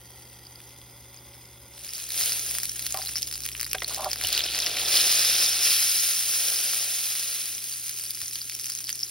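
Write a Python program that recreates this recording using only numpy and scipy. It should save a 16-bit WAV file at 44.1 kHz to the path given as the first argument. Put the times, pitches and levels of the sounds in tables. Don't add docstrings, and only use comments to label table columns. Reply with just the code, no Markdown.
import sys
import numpy as np
from scipy import signal
from scipy.fft import rfft, irfft, next_fast_len
from scipy.io import wavfile
from scipy.ndimage import map_coordinates

SR = 44100
rng = np.random.default_rng(int(sys.argv[2]) if len(sys.argv) > 2 else 0)


def generate_wav(signal):
    frames = np.transpose(np.atleast_2d(signal))
    scaled = np.clip(frames, -1, 1) * 32767
    pcm = np.round(scaled).astype(np.int16)
    wavfile.write(sys.argv[1], SR, pcm)


N = 401310


def amp(db):
    return 10 ** (np.asarray(db) / 20)


def unit(x):
    return x / np.sqrt(np.mean(x ** 2) + 1e-20)


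def unit_rows(x):
    return x / np.linalg.norm(x, axis=1, keepdims=True)


def along(points, hz):
    f, v = np.transpose(points)
    return np.interp(np.log(hz + 1), np.log(f + 1), v)


def curves(rows):
    s, *cols = np.transpose(rows)
    return [np.interp(np.arange(N) / SR, s, c) for c in cols]


def wobble(rate):
    knots = rng.standard_normal(int(N * rate / SR) + 4)
    return map_coordinates(knots, [np.arange(N) * rate / SR])


def filtered(x, response):
    m = next_fast_len(N + SR // 2)
    return irfft(rfft(x, m) * response(np.fft.rfftfreq(m, 1 / SR)), m)[..., :N]


def coloured(x, spectrum):
    return unit(filtered(x, lambda hz: amp(along(spectrum, hz))))


def resonances(modes, f):
    return sum(amp(db) * 1j * f * w / (c * c - f * f + 1j * f * w) for c, w, db in modes)


def placed(times, waves):
    at = np.round(np.asarray(times) * SR).astype(int)[:, None] + np.arange(waves.shape[1])
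    return np.bincount(np.clip(at, 0, N).ravel(), waves.ravel(), N + 1)[:N]


def bursts(rate, spread_db):
    size = amp(spread_db * np.minimum(rng.standard_normal(N), 1.5))
    happens = rng.random(N) < rate / SR
    return unit(happens * size * rng.choice([-1, 1], N))


def rings(hz, cycles, size=256):
    turns = np.asarray(hz)[:, None] * np.arange(size) / SR
    age = turns / np.reshape(cycles, (-1, 1))
    return unit_rows(age * np.exp(-age) * np.sin(2 * np.pi * turns))


def swell(start, rise, hold, fall_db_per_s):
    age = np.arange(N) / SR - start
    return np.clip(age / rise, 0, 1) * amp(-fall_db_per_s * np.maximum(age - rise - hold, 0))


# start_s, open_share (0-1 of the pan)
LID_OPENING = [(1.73, 0.28), (1.8, 0.43), (1.97, 1.0)]


def open_share():
    return curves(LID_OPENING)[0]


def shut_gain():
    return np.sqrt(np.clip(1 - open_share(), 0, 1))


# start_s, base_level_db (rms), octave_level_db (rms)
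HUM_LEVELS = [(0, -70, -56.5), (1.6, -66, -57), (1.97, -62, -63), (2.3, -59, -55), (4.0, -53.5, -56),
              (4.9, -57, -57.5), (5.9, -59.5, -62.5), (7.3, -65.5, -63.5), (8.4, -68, -60)]
HUM_HZ = 59.8
# pitch_hz, level_db (rms)
WHINE_TONES = [(242.2, -75), (355.3, -71.5), (387.6, -72)]
DRONE_HZ, DRONE_DB = 71.3, -63


def appliance_tones():
    t = np.arange(N) / SR
    base_db, octave_db = curves(HUM_LEVELS)
    phase = 2 * np.pi * np.cumsum(HUM_HZ + .15 * wobble(1.98)) / SR
    hum = amp(base_db) * np.sin(phase) + amp(octave_db) * np.sin(2 * phase)
    whine = sum(amp(db) * np.sin(2 * np.pi * hz * t + wobble(5)) for hz, db in WHINE_TONES)
    drone = amp(DRONE_DB) * shut_gain() * np.sin(2 * np.pi * DRONE_HZ * t + .5 * wobble(3))
    return np.sqrt(2) * (hum + whine + drone)


# pitch_hz, relative_level_db
RUMBLE_COLOUR = [(20, -42), (36, -11), (50, 9), (72, 10), (95, 4), (140, -39)]
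# pitch_hz, relative_level_db
AIR_COLOUR = [(60, -15), (130, -3), (180, -2.5), (300, -3), (400, -7.5), (600, -13.5), (1000, -18),
              (1300, -14.5), (5000, -52)]
RUMBLE_DB, AIR_DB = -68.5, -61.5
RUMBLE_SWELLS, AIR_SWELLS = 1.2, 0.74
AIR_SIDE_DB = -16


def room_noise():
    base_db, octave_db = curves(HUM_LEVELS)
    hum_db = 20 * np.log10(np.hypot(amp(base_db), amp(octave_db)))
    swing_db = hum_db - hum_db.mean()
    rumble = amp(RUMBLE_DB) * coloured(rng.standard_normal(N), RUMBLE_COLOUR)
    centre, sides = amp(AIR_DB) * coloured(rng.standard_normal((2, N)), AIR_COLOUR)
    air = centre + amp(AIR_SIDE_DB) * np.array([sides, -sides])
    return amp(RUMBLE_SWELLS * swing_db) * rumble + amp(AIR_SWELLS * swing_db) * air


# pitch_hz, t60_s (time to fall 60 dB)
ROOM_DECAY = [(150, 0.11), (1500, 0.084), (6000, 0.09), (15000, 0.023)]


def room(x):
    hz, t, z = signal.stft(rng.standard_normal((2, SR // 3)), SR, nperseg=256)
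    fade = amp(-60 * t / along(ROOM_DECAY, hz)[:, None])
    tail = signal.istft(z * fade, SR, nperseg=256)[1]
    return signal.fftconvolve(x[None], tail / np.linalg.norm(tail[0]), axes=1)[:, :N]


def smeared(x, life):
    t = np.arange(SR // 50) / SR
    smears = unit_rows(rng.standard_normal((4, len(t))) * np.exp(-t / life) * (t > .0005))
    copies = signal.fftconvolve(x[None], smears, axes=1)[:, :N]
    weights = np.array([wobble(60) for _ in copies])
    return np.sum(copies * weights, axis=0) / np.linalg.norm(weights, axis=0)


def struck(modes, t):
    ring = 0
    for hz, db, t60 in modes:
        fading = amp(db + rng.normal(0, 1) - 60 * t / t60)
        ring = ring + fading * np.sin(2 * np.pi * (hz * t + rng.random()))
    return ring * (1 - np.exp(-t / 0.00029)) / np.abs(ring).max()


# start_s, pan_ring_db, clack_db (before CLACK_GAIN_DB), crack_db, thud_db,
# pitch_ratio (at that spot; a higher one also shortens the ring)
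KNOCK_TIMES = [(2.945, -23, -40, -43, -62, 1.02), (2.99, -33, -57, -62, -65, 1.02),
               (3.033, -40, -64, -68, -70, 1.03), (3.747, -34, -30, -23, -40, 1.0),
               (3.7505, -31, -35, -25, -55, 1), (3.8205, -33, -34, -22, -42, 0.91),
               (4.238, -31.5, -41, -38, -52, 1.0), (4.247, -55, -52, -50, -31, 1.0),
               (8.225, -53, -59, -55, -43, 0.97)]
# pitch_hz, relative_level_db, t60_s (at pitch ratio 1)
PAN_TONES = [(390, -23, 0.12), (630, 0.5, 0.046), (755, 3, 0.07), (910, -7, 0.034), (990, -6, 0.041),
             (1155, -5.5, 0.027), (1340, -9, 0.038), (1570, -25, .05), (2090, -8, 0.06), (2326, -11, 0.04)]
# pitch_hz, relative_level_db, t60_s (at pitch ratio 1)
TINE_TONES = [(412, -8, 0.1), (720, -6, 0.05), (1320, -4, 0.024), (1630, -1, 0.026), (2150, -1, 0.024),
              (2360, -6, .018), (2690, -1, 0.018)]
# pitch_hz, relative_level_db
CRACK_COLOUR = [(150, -22), (400, -7), (700, 0), (1000, -5), (1500, 0), (2200, 0), (3000, -7), (5000, -7),
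                (9000, -17), (16000, -30)]
CLACK_GAIN_DB = 5.0
CRACK_T60_S, THUD_T60_S, THUD_HZ = 0.023, 0.095, 85


def knocks():
    t = np.arange(SR // 4) / SR
    s, ring_db, clack_db, crack_db, thud_db, pitch = np.transpose(KNOCK_TIMES)
    blows = []
    for pan_db, tine_db, p in zip(ring_db, clack_db + CLACK_GAIN_DB, pitch):
        blows.append(amp(pan_db) * struck(PAN_TONES, p * t) + amp(tine_db) * struck(TINE_TONES, p * t))
    blows = np.array(blows)
    grit = coloured(rng.standard_normal(N), CRACK_COLOUR)[:blows.size].reshape(blows.shape)
    cracks = amp(crack_db)[:, None] * grit * amp(-60 * t / CRACK_T60_S)
    thud = np.sin(2 * np.pi * THUD_HZ * t) * amp(-60 * t / THUD_T60_S) * (1 - np.exp(-t / .004))
    return placed(s, blows + cracks + amp(thud_db)[:, None] * thud)


# start_s, hold_s, floor_ring_db, tine_ring_db, pitch_ratio
SCRAPE_STROKES = [(2.941, .004, -44, -36, .98), (2.959, 0.031, -43, -46, 1.02), (3.904, .008, -54, -39, 1),
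                  (3.917, .01, -43, -48, 1.01), (3.97, 0.011, -44, -46, 1.02),
                  (3.989, .028, -37, -38.5, 1.04), (4.028, 0.018, -41, -43, .97),
                  (4.053, .011, -36, -36, 1), (4.062, 0.0054, -29, -42, 0.99)]
# pitch_hz, width_hz, relative_level_db (all before squaring)
FLOOR_RINGS = [(400, 35, -7.5), (636, 55, 0), (757, 45, .8)]
# pitch_hz, width_hz, relative_level_db (all before squaring)
TINE_RINGS = [(1015, 110, 1), (1147, 110, -2), (1360, 90, -9)]
SCRAPE_RISE_S, SCRAPE_FALL_DB_PER_S = 0.0045, 1100
SLIPS_PER_S, RUB_DB = 650, -5
GRIP_DB, GRIP_PER_S = 1, 130
SCRAPE_WANDER = 0.02004


def scrapes():
    start, hold, floor_db, tine_db, pitch = np.transpose(SCRAPE_STROKES)
    slips = bursts(rate=SLIPS_PER_S, spread_db=3.0) + amp(RUB_DB) * rng.standard_normal(N)
    ratio = curves(np.column_stack([start, pitch]))[0] + SCRAPE_WANDER * wobble(40)
    slide = np.cumsum(ratio)
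    strokes = np.array([swell(s, SCRAPE_RISE_S, h, SCRAPE_FALL_DB_PER_S) for s, h in zip(start, hold)])

    def rubbed(modes):
        ring = unit(filtered(slips, lambda f: resonances(modes, f) ** 2))
        return map_coordinates(ring, [slide])

    floor = amp(floor_db) @ strokes * rubbed(FLOOR_RINGS)
    tines = amp(tine_db) @ strokes * rubbed(TINE_RINGS)
    return amp(GRIP_DB * wobble(GRIP_PER_S)) * (floor + tines)


# start_s, pitch_ratio
STEAM_PITCH = [(0, 0.972), (.4, 0.986), (.85, 1.012), (1.8, 1.03)]
# pitch_hz, width_hz, relative_level_db (pitch and width before the steam shift)
LID_AIR_RINGS = [(552, 36, 6.5), (870, 210, 3.6), (1400, 120, -3), (2010, 180, 2.6), (3310, 280, 1),
                 (4880, 185, 3), (6080, 260, 2.5), (8600, 310, -7), (8900, 960, -4), (11200, 1500, -8)]
# pitch_hz, relative_level_db
LEAK_COLOUR = [(300, -22), (1600, -15), (2700, 2), (4200, -5), (5500, -9), (7000, -39), (10000, -1),
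               (13000, 8), (16000, 3)]


def covered():
    boiling = bursts(rate=5000, spread_db=6.0) + amp(-7.5) * bursts(rate=120, spread_db=9.0)
    hollow = unit(filtered(boiling, lambda f: resonances(LID_AIR_RINGS, f)))
    hollow = amp(-51.5) * map_coordinates(hollow, [np.cumsum(curves(STEAM_PITCH)[0])])
    leaking = bursts(rate=6600, spread_db=5.0) + amp(-10) * bursts(rate=150, spread_db=9)
    leak = amp(-53.0) * coloured(leaking, LEAK_COLOUR)
    return shut_gain() * amp(0.41 * wobble(13.1)) * (hollow + leak)


# start_s, pitch_hz (of the cavity), ring_db, snap_db, spray_db
LOUD_POPS = [(.106, 5940, -58, -59, -44), (.343, 4800, -54, -60, -57), (.451, 4840, -52, -63, -61),
             (.468, 4830, -44, -59, -52), (.557, 4870, -46.5, -62, -46), (.603, 3500, -52, -47, -44),
             (.672, 6000, -51, -62, -55), (.762, 3470, -54, -52, -52), (.816, 3420, -53, -49, -52),
             (1.144, 5000, -59, -51, -41), (1.163, 6220, -47, -60, -56), (1.173, 4910, -47, -57, -55.5),
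             (1.188, 4970, -49, -56, -55), (1.337, 4890, -54, -54, -56), (1.351, 5320, -52, -54, -54),
             (1.866, 5210, -41, -47, -40), (1.891, 4990, -35, -44, -49), (1.935, 5000, -42, -48, -32),
             (1.981, 4090, -44, -47, -35), (2.105, 3960, -38, -41, -32), (2.12, 5400, -42, -46, -28),
             (2.144, 5200, -39, -44, -32), (2.177, 5320, -31, -41, -29), (2.211, 5660, -29, -32.5, -24),
             (2.236, 5260, -28, -40, -32), (2.259, 6060, -32, -45, -24), (2.295, 5230, -30, -41, -34),
             (2.321, 5210, -27, -33, -30), (2.394, 6200, -29, -45, -32), (2.464, 6310, -33, -41, -35),
             (2.493, 5230, -32, -44, -41), (2.511, 5470, -37, -47, -26.5), (2.551, 4110, -48, -34, -26),
             (2.585, 5120, -33, -42, -22), (2.601, 4870, -37, -42, -32), (2.633, 5530, -34, -49, -23),
             (2.655, 6120, -35, -49, -26), (2.695, 5540, -27.5, -55, -39), (2.794, 4800, -39, -43, -32),
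             (2.824, 5640, -44, -43, -31), (2.866, 4300, -35, -33, -26), (2.906, 6160, -40, -48, -33),
             (2.924, 6900, -26, -40, -30), (2.944, 4780, -39, -36, -29), (2.973, 5460, -41, -36, -26.5),
             (3.018, 4950, -36, -35, -37), (3.024, 5040, -33, -54, -45), (3.06, 4480, -38, -41, -34),
             (3.072, 4200, -30, -47, -45), (3.091, 5630, -33, -33.5, -39), (3.157, 5000, -28, -32, -38),
             (3.162, 5470, -26, -44, -38), (3.169, 5370, -26, -48, -40), (3.182, 5560, -29.5, -42, -35),
             (3.221, 6240, -34, -43, -27), (3.229, 5100, -25, -38, -29), (3.313, 5040, -36, -43, -32),
             (3.326, 5040, -40, -46, -31), (3.339, 5000, -32.5, -45, -35), (3.356, 5340, -39, -45, -31),
             (3.405, 6120, -36, -47, -37), (3.436, 5250, -35.5, -48, -35), (3.463, 5860, -41, -34, -27),
             (3.489, 4760, -41, -31.5, -31.5), (3.551, 2900, -40, -32, -48), (3.597, 5290, -35, -32.5, -35),
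             (3.603, 4610, -33, -38, -32), (3.612, 5700, -30, -32, -25), (3.63, 4400, -32, -30, -27),
             (3.645, 4600, -33, -48, -33), (3.665, 4890, -37, -35, -34), (3.714, 5550, -31, -41, -35),
             (3.732, 2700, -37, -32, -21), (3.784, 3350, -33, -44, -38), (3.845, 4280, -27, -37, -34),
             (3.88, 6410, -41, -55, -29.5), (3.946, 5340, -30, -46, -27), (3.962, 6310, -33, -42, -37),
             (4.045, 4700, -39, -31, -27), (4.11, 5120, -36, -38, -41), (4.115, 5200, -25.5, -47, -29),
             (4.132, 5210, -36, -31, -24.5), (4.159, 5060, -38, -33, -33), (4.213, 5370, -37, -28, -26.5),
             (4.238, 5080, -29, -42, -26), (4.248, 2990, -24, -47, -40), (4.271, 5870, -30, -45, -25),
             (4.286, 5340, -36, -40, -25), (4.328, 4780, -27, -44, -22.5), (4.331, 4240, -27, -38, -34),
             (4.377, 6360, -25, -34, -25), (4.393, 3830, -28, -40, -28), (4.406, 3250, -26, -30, -32),
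             (4.439, 5200, -24, -45, -38), (4.548, 4750, -26, -29, -34), (4.58, 5040, -29, -33.5, -38),
             (4.589, 6360, -25, -27.5, -28), (4.602, 5230, -24, -40, -34), (4.663, 5500, -21.5, -26, -31),
             (4.668, 4780, -25.5, -26, -33), (4.77, 5990, -32, -26, -38), (4.799, 5170, -31, -30, -38),
             (4.955, 5210, -22, -37, -24), (4.962, 6400, -19, -40, -24), (4.967, 3400, -21.5, -34, -28),
             (4.971, 4570, -21, -34, -27), (5.228, 4870, -26, -26, -31), (5.248, 5060, -24, -28, -30),
             (5.462, 4870, -23, -32, -30), (6.112, 5170, -29, -34, -33), (6.734, 5400, -32, -33, -36),
             (7.153, 5580, -34, -36, -34), (7.55, 6290, -33.5, -57, -40), (7.894, 4400, -42, -39.5, -29),
             (7.997, 6030, -42, -50, -31), (8.038, 5300, -43.5, -44, -29), (8.107, 5300, -46, -54, -27),
             (8.148, 5450, -37, -50, -37), (8.216, 5000, -39.5, -40, -29.5), (8.281, 6050, -31, -43, -34),
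             (8.311, 5320, -35, -47, -42), (8.356, 4570, -30.5, -47, -33), (8.359, 3200, -37, -50, -44),
             (8.416, 4880, -31.5, -50, -41), (8.497, 6500, -39, -32.5, -28.5),
             (8.55, 6370, -33, -52, -30.5), (8.597, 5300, -32, -43, -34), (8.613, 5320, -35.5, -53, -45),
             (8.643, 4870, -38.5, -48, -30), (8.658, 5860, -33.5, -52, -39), (8.7, 5120, -34, -44, -30),
             (8.707, 4670, -37, -53, -43), (8.72, 5380, -31, -48, -36), (8.751, 6350, -26, -50, -39),
             (8.788, 5990, -33, -43, -34), (8.805, 6050, -33.5, -48, -38), (8.842, 5470, -32.5, -55, -36),
             (8.87, 4870, -33, -57, -44), (8.887, 5080, -40, -40, -36), (8.893, 3000, -40, -33, -26),
             (8.928, 6200, -26, -42, -37), (8.992, 5510, -32.5, -52, -40), (9.002, 5430, -35, -55, -41),
             (9.009, 5340, -35, -55, -42), (9.03, 5300, -28, -44, -40), (9.033, 5330, -22.5, -55, -41.5)]
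CHAIN_S, CHAIN_DB = .013, -12.5
SMALL_HZ, SMALL_SCATTER, SMALL_SPREAD_DB = 5900, .09, 3
STRAY_RING_DB, STRAY_SNAP_DB, STRAY_SPRAY_DB = -44, -50, -35.5


def neighbours(count):
    parents = np.repeat([row for row in LOUD_POPS if row[0] > LID_OPENING[0][0]], count, axis=0)
    chance = np.clip(rng.standard_normal((len(parents), 5)), -2, 2)
    start = parents[:, 0] + CHAIN_S * np.exp(chance[:, 0] / 2)
    pitch = SMALL_HZ * np.exp(SMALL_SCATTER * chance[:, 1])
    levels_db = parents[:, 2:] + CHAIN_DB + SMALL_SPREAD_DB * chance[:, 2:]
    return np.column_stack([start, pitch, levels_db])


def strays(count):
    chance = np.clip(rng.standard_normal((count, 4)), -2, 2)
    start = rng.uniform(LID_OPENING[-1][0], N / SR, count)
    pitch = SMALL_HZ * np.exp(SMALL_SCATTER * chance[:, 0])
    levels_db = np.array([STRAY_RING_DB, STRAY_SNAP_DB, STRAY_SPRAY_DB]) + SMALL_SPREAD_DB * chance[:, 1:]
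    return np.column_stack([start, pitch, levels_db])


RING_GAIN_DB, SNAP_GAIN_DB, SPRAY_GAIN_DB = 23, 24, 26.5


def pops():
    s, hz, ring_db, snap_db, spray_db = np.vstack([LOUD_POPS, neighbours(count=1), strays(count=120)]).T
    chance = rng.standard_normal((len(s), 513))
    shut = 1 - np.interp(s, *np.transpose(LID_OPENING))
    cycles = np.clip(1.12 * amp(0.31 * (ring_db - spray_db)), .7, 3) + .4 + 4 * shut
    ring = rings(hz, cycles, size=512) * amp(ring_db + RING_GAIN_DB)[:, None]
    snap_hz = 2100 * np.exp(0.23 * chance[:, 0])
    snap = rings(snap_hz, 0.32, size=512) * amp(snap_db + SNAP_GAIN_DB)[:, None]
    spray = unit_rows(chance[:, 1:] * np.exp(-np.arange(512) / SR / 0.0009))
    spray = spray * amp(spray_db + SPRAY_GAIN_DB - 3.0 * shut)[:, None]

    def above(x, edge_hz):
        return filtered(x, lambda f: (1j * f / (1j * f + edge_hz)) ** 2)

    return placed(s, ring) + above(placed(s, snap), edge_hz=1730) + above(placed(s, spray), edge_hz=3130)


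# start_s, fizz_db, sear_db, sputter_db (low), hold_s, fall_db_per_s (of the fizz)
SIZZLE_SWELLS = [(1.71, -38, -47, -62.5, .33, 12), (2.11, -25.5, -35.5, -50.5, 0.076, 33),
                 (2.397, -32.5, -45.5, -56.5, 0.033, 44), (2.71, -36.5, -46, -61.5, 0.21, 14),
                 (3.83, -38, -42.5, -51.5, .13, 22), (4.18, -34.5, -36.5, -52, 0.048, 19),
                 (4.274, -46, -34, -47, 0.07, 50), (4.495, -33.5, -34.5, -45, 0.16, 16),
                 (4.743, -31.5, -34, -46.5, 0.16, 31), (4.857, -22.5, -28.5, -46.5, 0.51, 39),
                 (4.886, -32, -32, -54, .01, 90), (5.478, -33, -34, -51.5, .08, 40),
                 (5.582, -21.5, -31, -52.5, 0.074, 7.5), (5.636, -40, -31, -60, 0.015, 92),
                 (6.214, -28.5, -37.5, -52.5, 0.47, 18), (6.748, -32.5, -41.5, -61, 0.57, 36),
                 (7.6, -38.5, -52.5, -80, 0.72, 1.5)]
SWELL_RISE_S = 0.07
SEAR_DRIES = 1.21
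SIMMER_FIZZ_DB, SIMMER_SEAR_DB, SIMMER_SPUTTER_DB = -47.5, -55, -71.5


def boil():
    simmer = amp([[SIMMER_FIZZ_DB], [SIMMER_SEAR_DB], [SIMMER_SPUTTER_DB]])
    power = np.ones((3, N)) * simmer ** 2
    for s, fizz_db, sear_db, sputter_db, hold, fall in SIZZLE_SWELLS:
        oil = swell(s, SWELL_RISE_S, hold, fall)
        meat = swell(s, SWELL_RISE_S, hold, fall * SEAR_DRIES)
        power += np.array([amp(fizz_db) * oil, amp(sear_db) * meat, amp(sputter_db) * meat]) ** 2
    return 10 * np.log10(power)


def scattered(x, life):
    keep = np.exp(-1 / (life * SR))
    power = signal.lfilter([1], [1, -keep], x ** 2)
    return unit(np.sqrt(np.abs(power)) * rng.standard_normal(N))


def bubbles(count, centre_hz, scatter, cycles, spread_db):
    pitch, life, loud = np.clip(rng.standard_normal((count, 3)), -2, 2).T
    waves = rings(centre_hz * np.exp(scatter * pitch), cycles * np.exp(0.37 * life))
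    return unit(placed(rng.random(count) * N / SR, waves * amp(spread_db * loud)[:, None]))


# pitch_hz, relative_level_db
SEAR_COLOUR = [(200, -32), (900, -21.5), (1400, -4.5), (1950, -6), (2500, 0), (3100, 1.1), (4100, 2.1),
               (5200, -0.8), (7000, -4.5), (10000, -26), (16000, -26)]
# pitch_hz, relative_level_db
FIZZ_COLOUR = [(800, -29.5), (2500, -6.5), (3900, -13), (4600, -3.5), (5400, -3), (6100, 2.5), (6500, 8),
               (7400, -10), (8300, 4), (9500, 4.5), (12500, 3), (14000, 2.5), (16000, 0)]
# pitch_hz, relative_level_db
SPUTTER_COLOUR = [(80, -23), (200, -8), (350, -1), (520, 2.5), (720, 3.5), (950, -4), (1250, -12),
                  (1500, -22), (3000, -44)]
# start_s, ringing_db (against the fizz, before the crackle share)
OIL_POOL = [(1.8, -3.5), (2.2, -7.5), (4.6, -1), (5.1, 4.5), (5.45, 6), (5.7, 2), (6.6, 0.5), (7.5, -5),
            (8.8, -1.5)]
CRACKLE_MIDDLE_DB, CRACKLE_WIDTH_DB = -39, 4.5
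CRACKLE_LEAST, CRACKLE_GROWS, CRACKLE_CAP = 0.034, 0.616, 0.9
TRAPPED_DB, TRAPPED_GROWS = -0.5, 0.62


def sizzle():
    fizz_db, sear_db, sputter_db = boil()
    strength = np.exp((fizz_db - CRACKLE_MIDDLE_DB) / CRACKLE_WIDTH_DB)
    share = np.minimum(CRACKLE_LEAST + CRACKLE_GROWS / (0.5 + strength), CRACKLE_CAP)
    crackle = np.sqrt(share)
    ring_db = fizz_db + curves(OIL_POOL)[0]
    trapped_db = sear_db + TRAPPED_DB + TRAPPED_GROWS * (sear_db - fizz_db)
    clumps_db = crackle * (1.0 * wobble(11) + 2.3 * wobble(45) + 2.0 * wobble(260))
    snaps = scattered(bursts(rate=360, spread_db=5.5), life=0.00033)

    def boiling():
        return np.sqrt(1 - share) * bursts(rate=14000, spread_db=6.0) + crackle * snaps

    sear = amp(sear_db + 1.0) * coloured(boiling(), SEAR_COLOUR)
    fizz = amp(fizz_db) * coloured(boiling(), FIZZ_COLOUR)
    sputter = amp(sputter_db) * coloured(bursts(rate=1500, spread_db=5.5), SPUTTER_COLOUR)
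    pinpricks = amp(fizz_db) * crackle * bubbles(
        count=4500, centre_hz=10080, scatter=0.263, cycles=3.1, spread_db=3.0)
    ringing = amp(ring_db) * crackle * bubbles(
        count=1400, centre_hz=5620, scatter=.115, cycles=2.2, spread_db=4.0)
    ringing += amp(ring_db - 11.5) * bubbles(
        count=9000, centre_hz=5283, scatter=0.038, cycles=4.5, spread_db=-1.5)
    trapped = amp(trapped_db) * bubbles(
        count=4500, centre_hz=3770, scatter=0.17, cycles=1.75, spread_db=6.5)
    mix = sear + fizz + sputter + pinpricks + ringing + trapped
    return open_share() * amp(clumps_db - 1.0) * mix


# pitch_hz, left_lead_rad (phase by which left leads)
PORT_PHASE = [(20, -.03), (130, -.03), (500, -0.19), (1000, -0.08), (1400, -0.08), (2000, -0.02),
              (2500, 0.5), (3400, 0), (4400, 0.64), (5000, 0.2), (5700, 1.55), (7400, 3), (10300, 6),
              (13500, 9.5), (16200, 12)]
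# pitch_hz, power_share (0-1)
SIDE_LOOSENESS = [(800, .25), (2500, .6), (6000, 0.2), (15000, .6)]
# pitch_hz, level_db
SMEARED_TREBLE = [(1800, -60), (4000, -26), (7000, -23), (16000, -21)]


def scene():
    skillet = sizzle() + covered() + pops() + knocks() + scrapes()
    ahead, across = skillet + amp(-13.0) * room(skillet)

    def loosen(hz):
        share = np.clip(along(SIDE_LOOSENESS, hz), 0, 1)
        return np.sqrt([1 - share, share])

    def side_turn(hz):
        return 1j * np.array([np.sin(along(PORT_PHASE, hz) / 2), np.ones_like(hz)])

    loose = smeared(skillet, life=.0012)
    across = filtered(np.array([across, loose]), loosen).sum(axis=0)
    treble = filtered(smeared(skillet, life=0.00035), lambda hz: amp(along(SMEARED_TREBLE, hz)))
    mid = filtered(ahead, lambda hz: np.cos(along(PORT_PHASE, hz) / 2)) + treble
    side = filtered(np.array([across, treble]), side_turn).sum(axis=0)
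    return np.array([mid + side, mid - side]) + appliance_tones() + room_noise()


# pitch_hz, left_minus_right_db
PORT_LEAN = [(130, 0), (250, -.9), (500, -2.4), (750, -2.2), (1200, -.2), (1900, 0)]
TOP_HZ = 15850


def record(dry):
    halves = np.array([[.5], [-.5]])
    return filtered(dry, lambda hz: amp(along(PORT_LEAN, hz) * halves) * (hz < TOP_HZ))


dry = scene()
out = record(dry)
generate_wav(out)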